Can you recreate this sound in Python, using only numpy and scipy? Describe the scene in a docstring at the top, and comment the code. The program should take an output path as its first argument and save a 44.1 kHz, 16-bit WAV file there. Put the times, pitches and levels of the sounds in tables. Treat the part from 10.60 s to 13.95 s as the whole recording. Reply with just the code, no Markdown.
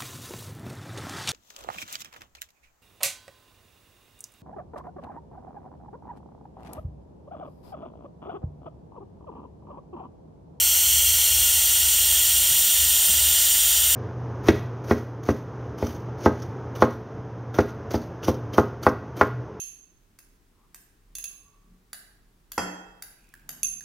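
"""The loudest sound throughout is the steady rush of compressed air through a venturi vacuum tool on a
car's cooling system: turbulent noise coloured by the tool's bore and by short engine-bay reflections.
The colour shifts as the hand-held microphone is raised. Two soft bumps are decaying bands of noise.
Behind them lies a workshop drone of wavering sines blurred by narrow noise, over a dull rumble."""
import sys
import numpy as np
from scipy import signal
from scipy.fft import irfft
from scipy.io import wavfile
from scipy.ndimage import uniform_filter1d, map_coordinates

SR = 44100
rng = np.random.default_rng(int(sys.argv[2]) if len(sys.argv) > 2 else 0)


def transcribe(signal):
    """Save signal, clipped to [-1, 1], as a 16-bit WAV file at the path in sys.argv[1]."""
    frames = np.atleast_2d(signal).T
    limited = np.clip(frames, -1, 1)
    pcm = np.round(limited * 32767).astype(np.int16)
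    wavfile.write(sys.argv[1], SR, pcm)


N = 147735

# Microphone height: t/s, height/1 (0 beside the tool, 1 above it)
MICROPHONE_HEIGHT = [(0, 0), (.45, .1), (.85, 0.38), (1.3, 0.63), (2.1, 0.84), (2.6, 0.84), (3.35, 1)]
# Rms level of the hiss in three bands: t/s, body level/dB, middle level/dB, treble level/dB
HISS_LEVELS = [(0, -40.5, -21.5, -19.5), (.9, -39.5, -20.5, -20), (1.35, -40, -20.5, -19.5),
               (1.75, -39.8, -20.5, -19.5), (2.15, -40, -20.5, -19), (2.65, -38.5, -20, -19.5),
               (3.35, -39, -20.5, -19.5)]
# Broad relative shape of the hiss within each band: f/Hz, spectral level/dB
HISS_SHAPE = [(300, -28.5), (400, -35), (600, -20.5), (1000, -21), (2400, -13), (2850, -3.5), (3300, -6),
              (4000, -14), (5200, -15.5), (5700, -4.5), (7200, -5.5), (9100, 0), (9450, -6.5), (10400, -14),
              (11000, 0), (13000, -4.5), (14500, -3.5), (15700, -5)]
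# Peaks and notches of the tool and engine bay:
# f/Hz, half width/Hz (to 1/e of the dB gain), level beside the tool/dB, level above it/dB
TOOL_AND_BAY_RESONANCES = [(1150, 97, -11.0, -9.5), (1620, 75, -6.5, -9.5), (1710, 133, -4.5, 2.0),
                           (2240, 106, 0.0, -7.5), (2570, 158, -5.5, -6.0), (3220, 123, 6.0, 3.0),
                           (3710, 178, -4.5, 6.0), (4280, 208, 11.0, 5.5), (4660, 82, 4.5, 7.5),
                           (4850, 45, -2.0, -3.5), (5020, 86, -2.0, 9.0), (5520, 98, 7.0, -0.5),
                           (6150, 163, 6.0, -5.5), (6420, 98, -6.5, -9.5), (6730, 45, -5.0, -5.5),
                           (7220, 104, 1.5, 8.0), (7560, 97, 6.5, -0.5), (7960, 210, -6.0, -9.0),
                           (8280, 90, -9.5, 0.0), (8490, 66, 5.0, 1.5), (9400, 169, -12.0, -6.0),
                           (10140, 85, -3.0, 5.0), (10480, 60, -4.5, -6.0), (10670, 93, -5.5, 1.5),
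                           (10900, 54, -1.5, 4.5), (11140, 193, -6.5, -10.5), (11520, 244, 2.0, -9.0),
                           (12150, 400, -8.0, 2.5), (12300, 102, -2.5, -6.0), (12790, 173, 1.0, -6.5),
                           (13480, 81, 3.0, -4.5), (13890, 186, 4.0, 3.0), (15010, 131, 1.5, 4.5),
                           (15520, 80, 0.5, -8.5)]
# Soft bumps: t/s, f/Hz of the ring, level/dB of the ring before its envelope
SOFT_BUMPS = [(1.895, 126, -41), (2.465, 200, -44.5)]
# Lines of the workshop drone: f/Hz (mean), level/dB before the swell
DRONE_LINES = [(52, -48.5), (73, -42), (109.5, -54)]
# Rise and fall of the whole drone: t/s, level/dB
DRONE_SWELL_CURVE = [(0, -5), (.27, -1), (.35, 2), (.5, 2.5), (.66, -2), (.77, 4), (1.02, -3.5), (1.35, 2),
                     (1.8, 0), (2.0, -10), (2.13, -10), (2.22, 2.5), (2.45, -6.5), (2.6, 3.5), (2.85, -4),
                     (3.05, -3), (3.35, 1.5)]
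# Relative shape of the dull rumble: f/Hz, spectral level/dB
RUMBLE_SHAPE = [(15, -36), (30, -10), (45, 9), (70, 11), (92, -10), (140, -2.5), (200, -0.5), (250, -16),
                (310, -9), (400, -22), (800, -29)]

BODY_EDGE_HZ, TREBLE_EDGE_HZ = 2400, 10000
PATCH_DB, PATCH_HZ, PATCH_S = 0.5, 610, 0.016  # rms depth and extent of the turbulent patches
ECHO_SHARE = 0.29  # root-sum-square gain of all reflections
ECHO_NEAR_S, ECHO_FAR_S = 0.002, 0.012
SWAY_S, SWAY_RATE_HZ = 0.00004, 0.38  # rms drift of each delay, and its corner frequency
BUMP_RISE_S, BUMP_T60_S, BUMP_WIDTH_HZ = 0.021, 0.45, 18
THUD_DB, THUD_HZ, THUD_WIDTH_HZ = -8.5, 160, 150  # level relative to the ring
WAVER_HZ, WAVER_DB, WAVER_RATE_HZ = 2.64, 1.5, 7.6  # rms pitch and level waver, corner frequency
DRONE_ROUGH, DRONE_WIDTH_HZ = 0.35, 10.7  # noise amplitude relative to each line, half width
RUMBLE_DB = -51
CUTOFF_HZ = 15730


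def amp(db):
    """Logarithmic level: 20 dB is a factor of ten in amplitude."""
    return 10 ** (np.asarray(db) / 20)


def unit(x):
    """Normalisation: the mean square is brought to one."""
    return x / np.sqrt(np.mean(x ** 2) + 1e-20)


def spectrum(points, hz):
    """Spectral envelope: levels are interpolated along a logarithmic frequency axis."""
    f, db = np.transpose(points)
    return np.interp(np.log(hz + 1), np.log(f + 1), db)


def noise(gain):
    """Random-phase synthesis: a prescribed magnitude spectrum gives stationary noise of rms 1."""
    hz = np.fft.rfftfreq(N, 1 / SR)
    phases = np.exp(2j * np.pi * rng.random(len(hz)))
    return unit(irfft(gain(hz) * phases, N))


def band(centre_hz, width_hz):
    """Resonant noise: amplitude halves at one width from the centre."""
    return noise(lambda hz: 1 / (1 + ((hz - centre_hz) / width_hz) ** 2))


def wander(rate_hz):
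    """Slow random modulation: low-pass noise of rms 1 without a constant part."""
    return noise(lambda hz: (hz > 0) / (1 + (hz / rate_hz) ** 2))


def turbulence():
    """Turbulent jet noise: white noise fluctuates in small patches of time and frequency."""
    white = rng.standard_normal(N)
    _, _, z = signal.stft(white, nperseg=256, noverlap=192)
    patches = rng.standard_normal(z.shape[::-1]).T
    patches = uniform_filter1d(patches, max(1, round(PATCH_HZ * 256 / SR)), 0)
    patches = uniform_filter1d(patches, max(1, round(PATCH_S * SR / 64)), 1)
    shaken = z * amp(PATCH_DB * unit(patches))
    return signal.istft(shaken, nperseg=256, noverlap=192)[1][:N]


def engine_bay(x, count=14):
    """Comb interference: reflections drift in path as the microphone sways, so the fine comb moves."""
    out, sample = x.copy(), np.arange(N)
    gain = ECHO_SHARE / np.sqrt(count)
    for delay_s in rng.uniform(ECHO_NEAR_S, ECHO_FAR_S, count):
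        path = (delay_s + SWAY_S * wander(SWAY_RATE_HZ)) * SR
        out += gain * map_coordinates(x, [sample - path], order=3, mode="wrap")
    return out


def venturi():
    """Filtered jet noise: tool and bay resonances colour the hiss according to microphone height."""
    jet = engine_bay(turbulence())
    hz, t, z = signal.stft(jet, SR, nperseg=2048, noverlap=1536)
    height = np.interp(t, *np.transpose(MICROPHONE_HEIGHT))
    colour_db = spectrum(HISS_SHAPE, hz)[:, None]
    for centre, width, beside, above in TOOL_AND_BAY_RESONANCES:
        bell = np.exp(-((hz - centre) / width) ** 2)
        colour_db = colour_db + np.outer(bell, beside + (above - beside) * height)
    colour_db = colour_db - 60 * (hz[:, None] < 200)  # keep the hiss out of the lowest range
    z = z * amp(colour_db)

    # Body, middle and treble each follow their own level.
    part = np.digitize(hz, [BODY_EDGE_HZ, TREBLE_EDGE_HZ])[:, None]
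    times, *levels = np.transpose(HISS_LEVELS)
    hiss = np.zeros(N)
    for k, db in enumerate(levels):
        sound = signal.istft(z * (part == k), nperseg=2048, noverlap=1536)[1][:N]
        hiss += unit(sound) * amp(np.interp(np.arange(N) / SR, times, db))
    return hiss


def bumps():
    """Damped vibration: a narrow ring in a broader thud rises briefly, then decays exponentially."""
    out = np.zeros(N)
    for start, hz, db in SOFT_BUMPS:
        age = np.maximum(np.arange(N) / SR - start, 0)
        rise = np.minimum(age / BUMP_RISE_S, 1)
        decay_db = -60 * np.maximum(age - BUMP_RISE_S, 0) / BUMP_T60_S
        ring = band(hz, BUMP_WIDTH_HZ)
        thud = amp(THUD_DB) * band(THUD_HZ, THUD_WIDTH_HZ)
        out += rise * amp(db + decay_db) * (ring + thud)
    return out


def workshop():
    """Random modulation: sines wavering in pitch and level, with noise around them, over rumble."""
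    drone = np.zeros(N)
    for hz, db in DRONE_LINES:
        pitch_hz = hz + WAVER_HZ * wander(WAVER_RATE_HZ)
        turns = np.cumsum(pitch_hz) / SR + rng.random()
        line = unit(np.sin(2 * np.pi * turns) * amp(WAVER_DB * wander(WAVER_RATE_HZ)))
        drone += amp(db) * unit(line + DRONE_ROUGH * band(hz, DRONE_WIDTH_HZ))
    swell = amp(np.interp(np.arange(N) / SR, *np.transpose(DRONE_SWELL_CURVE)))
    rumble = amp(RUMBLE_DB) * noise(lambda hz: amp(spectrum(RUMBLE_SHAPE, hz)))
    return drone * swell + rumble


def scene():
    """Superposition: the pressures of all sources add, alike in both channels."""
    return np.tile(venturi() + bumps() + workshop(), (2, 1))


def record(dry):
    """Band limitation: a steep linear-phase low-pass removes the highest frequencies."""
    lowpass = signal.firwin(1023, CUTOFF_HZ, window=("kaiser", 10), fs=SR)
    return signal.oaconvolve(dry, lowpass[None], "same")


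dry = scene()
out = record(dry)
transcribe(out)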